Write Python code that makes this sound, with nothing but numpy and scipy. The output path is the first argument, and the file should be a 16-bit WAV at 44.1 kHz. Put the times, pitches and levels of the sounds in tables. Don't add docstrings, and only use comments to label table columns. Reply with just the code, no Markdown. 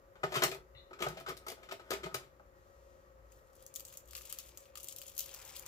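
import sys
import numpy as np
from scipy import signal
from scipy.io import wavfile

SR = 44100
rng = np.random.default_rng(int(sys.argv[2]) if len(sys.argv) > 2 else 0)


def generate_wav(signal):
    frames = np.transpose(np.atleast_2d(signal))
    scaled = np.clip(frames, -1, 1) * 32767
    pcm = np.round(scaled).astype(np.int16)
    wavfile.write(sys.argv[1], SR, pcm)


def voltage_ratio(decibels):
    exponent = np.asarray(decibels, float) / 20
    return 10 ** exponent


N = 250047


# start in seconds, frame click in dB,
# drawer boom in dB, mode struck most in Hz. First, lenses striking edge on.
LENS_KNOCKS = [(0.4339, -22.5, -22, 367), (0.4629, -47, -31.5, 393), (0.5449, -44, -41, 660),
               (1.0836, -47, -46.5, 1200), (1.465, -43.5, -35.5, 1180), (1.482, -35.5, -37, 356),
               (1.5164, -44.5, -40, 514), (1.7197, -56, -33.5, 750), (1.9049, -29.5, -30, 387),
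               (2.1427, -28, -29, 1170), (2.3965, -81, -48.5, 890), (1.039, -51, -33, 1245),
               (1.064, -61, -29.5, 650), (0.441, -44, -31, 1245), (0.477, -42, -34, 380)]
TUMBLES = [(0.3206, -36, -35.5, 666), (0.3403, -31.5, -41, 684), (0.3544, -24.5, -27.5, 1220),
           (0.4206, -22, -23, 1270), (0.4276, -37, -48, 1370), (0.5142, -30.5, -37, 414),
           (1.0031, -36.5, -34.5, 370), (1.0203, -24.5, -30.5, 344), (1.2044, -49.5, -43.5, 665),
           (1.2753, -45, -39, 635), (1.2838, -33, -38, 445), (1.2984, -41, -34, 1300),
           (1.9144, -35.5, -31, 645), (1.9312, -28, -34.5, 367), (2.0582, -44, -38.5, 930)]
BUMPS = [(0.1547, -54.5, -52, 1390), (0.2327, -30.5, -25, 620), (0.2322, -44, -30.5, 1300),
         (1.108, -58, -50, 380), (1.309, -58, -43, 436), (0.363, -32.5, -40, 1340),
         (0.9086, -57, -43.5, 420), (0.9306, -45, -45, 1200), (0.9888, -43, -47, 1230),
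         (1.0629, -35, -33.5, 1220), (1.1697, -38, -41.5, 706), (1.262, -37, -36.5, 1300),
         (1.6294, -44, -55, 557), (1.6876, -42.5, -44, 1180), (1.7107, -33, -42, 1360),
         (1.7951, -46.5, -45.5, 710), (2.0316, -37.5, -36.5, 445), (2.0374, -37, -47, 378)]
TAPS = [
    (1.368, -55, -66, 650),
    (1.3742, -58, -64, 650),
    (1.2, -58, -60, 1260),
    (1.5, -48, -41, 650),
    (1.085, -53.5, -60, 1260),
    (1.293, -54, -40, 1260),
    (1.723, -53.5, -46, 715),
    (0.4358, -40, -50, 1260),
]
# lens tick over frame click in dB, rattle in seconds, rise in seconds.
LENS_KIND = (-3, 0.0055, 0.0017)
TUMBLE_KIND = (-14, 0.0079, 0.0017)
BUMP_KIND = (-21, 0.0084, 0.0021)
TAP_KIND = (8.7, 0.0027, 0.0004)


def knocks():
    kinds = (LENS_KNOCKS, LENS_KIND), (TUMBLES, TUMBLE_KIND), (BUMPS, BUMP_KIND), (TAPS, TAP_KIND)
    return sorted(row + kind for rows, kind in kinds for row in rows)


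def knock_shape(rattle_s, rise_s):
    t = np.arange(5000) / SR
    return np.exp(-t / rattle_s) * (1 - np.exp(-t / rise_s))


# pitch in Hz, width in Hz, level in dB.
DRAWER = [(200, 45, -12), (275, 60, -9), (382, 40, 1), (440, 50, -10), (650, 50, -1), (715, 55, -8),
          (900, 90, -5), (1094, 100, -8), (1262, 110, 0), (1430, 130, -8), (1740, 140, -10)]
# start in seconds, level in dB, pitch in Hz.
THUMPS = [
    (0.238, -44, 150),
    (0.366, -44.5, 142),
    (0.446, -45.5, 153),
    (0.749, -63.5, 117),
    (1.064, -47.5, 145),
    (1.098, -49, 150),
    (1.293, -55, 138),
    (1.911, -54.5, 122),
    (2.05, -49, 163),
    (2.147, -52.5, 130),
]
# moment in seconds, boom in dB, click in dB, hold in seconds.
DRAGS = [
    (0.28, -56, -68, 0.0083),
    (0.38, -40.5, -43.5, 0.0059),
    (0.5, -57, -92, 0.074),
    (1.07, -45, -61, 0.0031),
    (1.15, -59.5, -61, 0.033),
    (1.35, -67, -71.5, 0.33),
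    (1.75, -67, -71, 0.26),
    (1.94, -51.5, -60, 0.0079),
    (2.09, -57, -66, 0.11),
    (2.22, -69, -64.5, 0.026),
]
DRAG_DB_PER_S = (199, 264)


def drawer_boom():
    low, t, contacts = np.zeros(N + 9000), np.arange(5000) / SR, grit(2500, 1.16)
    impulse = np.r_[1, np.zeros(2999)]
    rings = []
    for hz, width, db in DRAWER:
        ring = resonate(impulse, [(hz, width, db)])
        rings.append(resonate(ring, [(hz, 4.2 * width, 0)]))
    rings, mode_hz = np.array(rings), np.array(DRAWER)[:, 0]
    for s, _, boom_db, hz, _, rattle_s, rise_s in knocks():
        at = round(s * SR)
        shape = knock_shape(rattle_s, rise_s)
        near = 0.45 + np.exp(-(np.log(mode_hz / hz) / 0.2) ** 2)
        sign = rng.choice([-1, 1], len(DRAWER))
        blows = shape * contacts[at:at + 5000]
        blows[30] += 7.5
        boom = signal.fftconvolve(blows, (1 + 0.31 * sign) * near @ rings)
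        low[at:at + 7999] += voltage_ratio(boom_db) * np.linalg.norm(shape) * unit(boom)
    for s, db, hz in THUMPS:
        swell = t / 0.0051 * np.exp(1 - t / 0.0078)
        low[round(s * SR):][:5000] += voltage_ratio(db) * np.sin(2 * np.pi * hz * t) * swell
    drag = swells(DRAGS, DRAG_DB_PER_S) * contacts
    return low[:N] + signal.oaconvolve(drag, unit(rings.sum(0)))[:N]


# frequency in Hz, level in dB per Hz.
FRAMES = [(710, -7.5), (1200, -7), (2400, -7), (3530, -10.5), (4820, -14.5), (7410, -23), (9000, -44),
          (11700, -78)]
# pitch in Hz, width in Hz, level in dB.
LENS = [(2040, 150, 4), (2570, 100, 7), (2880, 100, 7), (3440, 171, 0), (4850, 80, 7), (7400, 160, 9.5)]
# frequency in Hz, level in dB per Hz.
TICK = [(5000, 5.5), (8500, 2), (12000, 1), (15300, 2), (16000, -35)]


def frame_clatter():
    click = swells(DRAGS, DRAG_DB_PER_S, column=2)
    tick = 0.23 * click
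    for s, click_db, _, _, tick_db, rattle_s, rise_s in knocks():
        at = round(s * SR)
        shape = knock_shape(rattle_s, rise_s)
        click[at:at + 5000] += voltage_ratio(click_db) * shape
        tick[at:at + 5000] += voltage_ratio(click_db + tick_db) * shape
    lens_ring = resonate(np.r_[1, np.zeros(1023)], LENS)
    shell = unit(unit(causal(FRAMES)) + 0.4 * lens_ring)
    high = voltage_ratio(-2.5) * signal.oaconvolve(click * grit(4000, 2.8), shell)[:N]
    high += voltage_ratio(4.0) * signal.oaconvolve(tick * grit(4000, 1.9), unit(causal(TICK)))[:N]
    return signal.lfilter(*signal.butter(3, 1500, "high", fs=SR), high)


# time in seconds, low rub in dB, squeak in dB.
SCUFF = [
    (0.746, -90, -90),
    (0.751, -63, -72),
    (0.765, -72, -66),
    (0.785, -72, -58.5),
    (0.81, -80, -70.5),
    (0.85, -86, -81),
    (0.9, -93, -82),
]
# pitch in Hz, width in Hz, level in dB.
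SCUFF_BANDS = [(1980, 220, -1), (2900, 200, -1)]
SQUEAK_BANDS = [(3560, 184, -2), (4030, 200, -1), (4470, 200, -10)]


def floor_scuff():
    scuff = 0
    for column, bands in ((1, SCUFF_BANDS), (2, SQUEAK_BANDS)):
        grains = resonate(resonate(grit(3000, 3.0), bands), bands)
        scuff = scuff + curve(SCUFF, column) * evened(grains)
    return scuff


def drawer():
    boom = room(voltage_ratio(3.0) * drawer_boom(), -10.0, lag=9.7, pan_db=-2.0)
    return boom + room(frame_clatter() + voltage_ratio(4.0) * floor_scuff(), -3.5, lag=6.6, pan_db=2.0)


# frequency in Hz, level in dB per Hz.
FILM = [(880, -29), (1500, -47), (2200, -1), (2970, 3), (3310, 3), (4920, 1), (7240, 5.5), (8740, -2),
        (13300, 3.5), (15500, 2), (16200, -35)]
# start in seconds, peak in dB, crease pitch in Hz,
# wide facet in dB over the pop.
POPS = [(3.5316, -62, 7400, -18), (3.5528, -56, 11400, -23), (3.564, -58, 7460, -21),
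        (3.624, -52, 10900, -28), (3.664, -41, 7460, -32), (3.7401, -39, 7240, -32),
        (3.7593, -28, 7260, -12), (3.8505, -37, 7700, -15), (3.8676, -49, 8660, -21),
        (3.9718, -34, 6940, -32), (4.003, -54, 7120, -12), (4.0754, -56, 7230, -18),
        (4.084, -50, 7480, -12), (4.1092, -47, 7470, -9), (4.485, -51, 6700, -14), (4.603, -54, 7600, -23),
        (4.805, -43, 11300, -22), (4.8307, -40, 11000, -23), (4.872, -47, 7320, -21),
        (4.885, -33, 8500, -12), (4.924, -37.5, 7440, -10.5), (4.9618, -40.5, 12000, -20),
        (4.9847, -33.5, 6600, -18), (5.016, -35.5, 5300, -5.5), (5.0652, -43, 7400, -25),
        (5.079, -40, 7080, -16), (5.1895, -25.5, 6500, -23), (5.166, -41, 6960, -13),
        (3.815, -55, 7000, -15), (3.883, -45, 7400, -13), (3.9, -53, 7100, -3), (4.0566, -58.5, 7620, -22),
        (4.218, -45, 11500, -12), (4.233, -57, 6500, 4), (4.31, -57, 7200, -19), (4.463, -54, 13000, -18),
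        (4.655, -60.5, 7000, 3), (4.7992, -45, 6800, -4), (5.1174, -54, 6410, -8),
        (5.1508, -48, 11600, -18), (5.292, -45, 5000, 1), (5.426, -48, 7000, -2), (5.461, -46, 7000, -10),
        (5.56, -43, 6500, -6), (5.582, -52, 6460, -8), (5.589, -45, 6900, -8), (5.657, -48, 7400, -8),
        (5.213, -36, 6800, -16), (3.7765, -55, 7000, -12), (3.951, -56, 7000, -8)]
FOLDS = [(3.3202, -57.5, 7500, -10), (3.753, -36.5, 6810, -18), (3.7964, -35, 7400, -11.5),
         (3.8788, -48, 7600, -11), (3.9252, -47, 7130, -10), (3.939, -45, 6660, -8),
         (4.1321, -42, 6400, -5), (4.151, -38, 7160, 1), (4.164, -38, 11500, -8), (4.175, -48, 11300, 2),
         (4.21, -49, 12400, -4), (4.2526, -40.5, 6100, -14), (4.2992, -37.5, 5000, -8),
         (4.3253, -28.5, 12400, -5), (4.3866, -30.5, 7040, -6.5), (4.5735, -39.5, 7700, -10.5),
         (4.7545, -39, 7400, -3), (4.773, -42, 7400, -5), (4.843, -37.5, 12300, -21),
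         (5.1788, -26.5, 11800, -18), (5.2055, -28, 6800, -10), (5.2589, -39.5, 12300, -12),
         (5.3401, -36, 7260, -13.5), (5.3454, -35.5, 6660, -13), (5.4177, -45, 6840, -6),
         (5.45, -41.5, 6700, -24), (5.5639, -34.5, 5600, -7.5), (5.5922, -39, 5000, -40),
         (5.624, -44, 6600, -16), (5.6624, -36, 7440, -8)]


def crease_snaps(film):
    out, t = np.zeros((2, N + 2000)), np.arange(1500) / SR
    snaps = sorted([row + (-71,) for row in POPS] + [row + (-50.5,) for row in FOLDS])
    crackle = np.exp(-t / 0.006) * (1 - np.exp(-t / 0.00065))
    late = np.maximum(t - 0.00065, 0) / 0.00022
    pop = late * np.exp(1 - late)
    edge = signal.butter(3, 5500, "high", fs=SR, output="sos")
    for s, db, hz, facet_db, thud_db in snaps:
        thud_db += facet_db + 0.66 * (db + 36.5) - db
        crackle_db = -15 - 0.22 * (db + 19.0)
        both, left, right = rng.standard_normal((3, 1500))
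        ticks = voltage_ratio(3.2 * rng.exponential(1, 30) - 4.5).repeat(50)
        noise = 0.96 * both + 2.03 * np.array([left, right])
        noise = unit(pop * noise) * 6.16 + voltage_ratio(crackle_db) * noise * crackle * ticks
        burst = signal.sosfilt(edge, signal.fftconvolve(noise, film[None], axes=1)[:, :1500])
        burst += voltage_ratio(facet_db) * resonate(noise, [(3050, 710, 10.2), (4650, 450, 7.9)])
        crease = resonate(noise, [(hz, 0.11 * hz, 4.0)])
        thud = voltage_ratio(thud_db) * resonate(noise, [(1220, 140, 24.3), (2310, 830, 21.6)])
        at = round((s - 0.0002) * SR)
        out[:, at:at + 1500] += voltage_ratio(db - 2.0) * (burst + crease + thud)
    return out[:, :N]


# moment in seconds, level in dB, hold in seconds.
SQUEEZES = [(3.335, -67.5, 0.0044), (3.45, -74, .1), (3.62, -63.5, 0.017), (3.8, -68, .03),
            (3.92, -63.5, 0.014), (4.17, -49, 0.0054), (4.31, -58.5, 0.17), (4.61, -60.5, 0.011),
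            (4.86, -56, 0.034), (5.05, -55.5, 0.033), (5.2, -50, 0.0027), (5.4, -54, 0.19)]
SQUEEZE_DB_PER_S = (220, 174)
FLURRIES = [(3.768, -56, 0.0066), (3.882, -61, 0.0027), (3.935, -59, 0.011), (3.98, -65, .004),
            (4.17, -63, 0.009), (4.215, -71, 0.0046), (4.258, -59, .004), (4.305, -57, 0.0081),
            (4.335, -65, .006), (4.395, -55, .004), (4.78, -53, 0.0065), (4.9, -51, .012),
            (4.97, -55, .005), (5.075, -63, .012), (5.19, -54.5, 0.0063), (5.215, -50, 0.011),
            (5.35, -60, .006), (5.57, -52, 0.0055)]
FLURRY_DB_PER_S = (2500, 700)
# time in seconds, level in dB.
HANDS = [
    (3.7, -71),
    (4.176, -77),
    (4.286, -64.5),
    (4.626, -72.5),
    (5.142, -72),
    (5.258, -64),
    (5.4, -61.5),
    (5.67, -62.5),
]
# time in seconds, level in dB.
SWISH = [
    (2.52, -97),
    (2.56, -74.5),
    (2.908, -70),
    (3.124, -79),
    (3.16, -96),
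]


def fine_crinkle(film):
    clumps = voltage_ratio(2.9 * slow(500))
    crinkle = 0
    for hz in (3270, 5000, 7500, 10400, 13400):
        crinkle = crinkle + resonate(grit(450, 3.0) * clumps, [(hz, 0.39 * hz, 0)])
    crinkle = evened(signal.oaconvolve(crinkle, film)[:N])
    rustle = evened(resonate(grit(1400, 0.98) * clumps, [(1200, 300, -3), (2440, 570, 13.0)]))
    rub = evened(resonate(grit(3000, 1.4), [(744, 510, 0.5), (895, 1200, -2.0)]))
    swish = signal.oaconvolve(rng.standard_normal(N), film)[:N]
    swish = resonate(swish, [(5000, 9300, 0.0062)])
    press = curve(HANDS)
    fine = (swells(SQUEEZES, SQUEEZE_DB_PER_S) + swells(FLURRIES, FLURRY_DB_PER_S)) * crinkle
    fine += 0.79 * press * rustle
    fine += voltage_ratio(-64) * (press / voltage_ratio(-63)) ** 2.4 * rub
    return fine + 0.8 * curve(SWISH) * swish


def wrapper():
    film = unit(causal(FILM))
    return room(crease_snaps(film) + voltage_ratio(-1.5) * fine_crinkle(film), -9.0, lag=2, pan_db=1.0)


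# frequency in Hz, level in dB per Hz.
AIR = [(47, -37), (80, -3.5), (140, -11), (227, -13.5), (461, -11), (550, -10.5), (734, -19.5),
       (1050, -16.5), (1200, -13), (1530, -16.5), (3470, -32), (7360, -33.5), (8600, -45.5), (11500, -33.5),
       (15400, -30.5), (16000, -59)]
# frequency in Hz, tilt in dB, half of it applied to the left port.
LEAN = [(60, 11), (200, -9.5), (380, 2.5), (700, 11.5), (1300, -7.5), (8000, 5.5), (15000, -18)]


def air_wash():
    wash = pair(N, lambda hz, s: read(AIR, hz) + 0 * s, size=1024)
    top = signal.sosfilt(signal.butter(4, 700, "high", fs=SR, output="sos"), wash.mean(0))
    wash = voltage_ratio(-72.5) * wash / top.std()
    points = [(0, 1)] + [(2 * hz / SR, voltage_ratio(db / 2)) for hz, db in LEAN] + [(1, 1)]
    lean = signal.firwin2(1025, *zip(*points))
    return np.array([signal.oaconvolve(wash[0], lean, "same"), wash[1] * 0.7])


# shaft order, level in dB.
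FAN = [(15, -79), (21, -82), (22, -71), (23, -71), (24, -81), (25, -84), (49, -81), (54, -77), (78, -82)]


def shaft_tones():
    shaft_hz = 24.0 * (1 + 0.001 * slow(7.1))
    turns = np.cumsum(shaft_hz) / SR
    tones = np.zeros((2, N))
    for order, db in FAN:
        start = 0.37 * rng.random()
        apart = np.array([[0], [order * 0.0082]])
        level = np.sqrt(2) * voltage_ratio(db + 3.2 * slow(90.0))
        tones += level * np.cos(2 * np.pi * (order * turns + start - apart))
    return tones * voltage_ratio([[2.2], [-2.2]])


# moment in seconds, level in dB, hold in seconds.
SWELLS = [(0.45, -66, 0.16), (0.74, -61.5, 0.029), (1.08, -60, 0.033), (2.02, -59.5, 0.039),
          (2.45, -68.5, 0.14), (2.84, -60.5, 0.0084), (3.24, -56, .01), (3.85, -69, 0.066),
          (4.14, -59, .01), (4.49, -62.5, 0.016), (5.22, -70, 0.09), (5.56, -66, 0.018), (0.1, -83, .05),
          (1.35, -64.5, 0.037), (1.6, -70, 0.025), (3.05, -70, .03), (4.75, -69, 0.028)]
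SWELL_DB_PER_S = (122, 86)


def low_hum():
    level = np.minimum(swells(SWELLS, SWELL_DB_PER_S), voltage_ratio(-59))
    turns = np.cumsum(59.5 + 2.5 * slow(40.0)) / SR
    hum = level * np.sqrt(2) * np.cos(2 * np.pi * turns)
    deep = pair(N, lambda hz, s: -30 * abs(np.log2((hz + 1) / 60)) + 0 * s, size=4096)
    deep = resonate(deep, [(41.0, 12, 2.0), (55.7, 32, -17.5), (94.6, 18, -6.0)])
    return (hum * np.array([[1], [0.8]]) + voltage_ratio(-73.0) * evened(deep)) * voltage_ratio([[0.4], [-0.4]])


def fan():
    return air_wash() + shaft_tones() + low_hum()


# frequency in Hz, 60 dB decay time in seconds.
ROOM = [(100, 0.59), (400, 0.2), (1500, 0.18), (5000, 0.2), (14000, 0.16)]


def room(x, wet_db, lag=0, pan_db=3.0):
    x = x * np.ones((2, 1))
    out = np.array([x[0], 0.53 * np.roll(x[1], round(lag))])
    length = SR // 3
    for k in range(3):
        tail = pair(length, lambda hz, s: -60 * s / read(ROOM, hz), size=256)
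        tail *= np.minimum(np.arange(length) / (0.001 * SR), 1) ** 2
        tail *= voltage_ratio(wet_db) / np.linalg.norm(tail[0])
        turn = np.sqrt(2 / 3) * np.cos(np.pi * (np.arange(N) / SR / 0.05 + k / 3))
        out += signal.oaconvolve(x * turn, tail, axes=1)[:, :N]
    return out * voltage_ratio(np.array([[0.5], [-0.5]]) * pan_db)


# frequency in Hz, likeness from -1 to 1.
SAME = [(30, 0.68), (60, 0.73), (130, 0.9), (290, 0.9), (640, 0.5), (1410, -0.2), (3100, 0.24),
        (6820, -0.16), (15000, 0.083)]


def pair(length, shape_db, size=512):
    frames, hz = 4 * length // size + 5, np.fft.rfftfreq(size, 1 / SR)[:, None]
    a, b, c, d = rng.standard_normal((frames, len(hz), 4)).T
    same = np.clip(read(SAME, hz), -1, 1)
    left = a + 1j * b
    right = same * left + np.sqrt(1 - same ** 2) * (c + 1j * d)
    z = np.array([left, right]) * voltage_ratio(shape_db(hz, np.arange(frames) * size / 4 / SR))
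    return signal.istft(z, nperseg=size, noverlap=3 * size // 4)[1][:, :length]


def grit(per_s, spread_db):
    size = voltage_ratio(spread_db * np.minimum(rng.exponential(1, N), 4)) * rng.choice([-1, 1], N)
    return evened(size * (rng.random(N) < per_s / SR))


def slow(hz):
    pole = 1 - hz / SR
    return evened(signal.lfilter([1], [1, -2 * pole, pole ** 2], rng.standard_normal(N)))


def resonate(x, modes):
    out = 0
    for k, (hz, width, db) in enumerate(modes):
        out = out + (-1) ** k * voltage_ratio(db) * signal.lfilter(*signal.iirpeak(hz, hz / width, SR), x)
    return out


def causal(points):
    level_db = np.maximum(read(points, abs(np.fft.fftfreq(2048, 1 / SR))), -60)
    log_gain = np.log(voltage_ratio(level_db))
    return np.fft.ifft(np.exp(log_gain - 1j * signal.hilbert(log_gain).imag)).real[:1024]


def read(points, hz):
    f, value = np.transpose(points)
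    return np.interp(np.log(hz + 1), np.log(f + 1), value)


def curve(rows, column=1):
    rows = np.array(rows)
    return voltage_ratio(np.interp(np.arange(N) / SR, rows[:, 0], rows[:, column], -120, -120))


def swells(rows, db_per_s, column=1):
    t, power = np.arange(0, N + 64, 64) / SR, 0
    rise, fall = db_per_s
    for row in rows:
        middle, hold = row[0], row[-1]
        before = np.maximum(middle - hold - t, 0)
        after = np.maximum(t - middle - hold, 0)
        power = power + voltage_ratio(2 * (row[column] - rise * before - fall * after))
    return np.interp(np.arange(N) / SR, t, np.sqrt(power))


def evened(x):
    return x / np.sqrt(np.mean(x ** 2) + 1e-20)


def unit(x):
    return x / np.linalg.norm(x)


def scene():
    return drawer() + wrapper() + fan()


def top_cut(x):
    return signal.sosfilt(signal.butter(12, 16810, fs=SR, output="sos"), x)


def record(dry):
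    limited = signal.oaconvolve(dry, signal.firwin(255, 16300, fs=SR)[None], "same")
    return top_cut(limited)


dry = scene()
out = record(dry)
generate_wav(out)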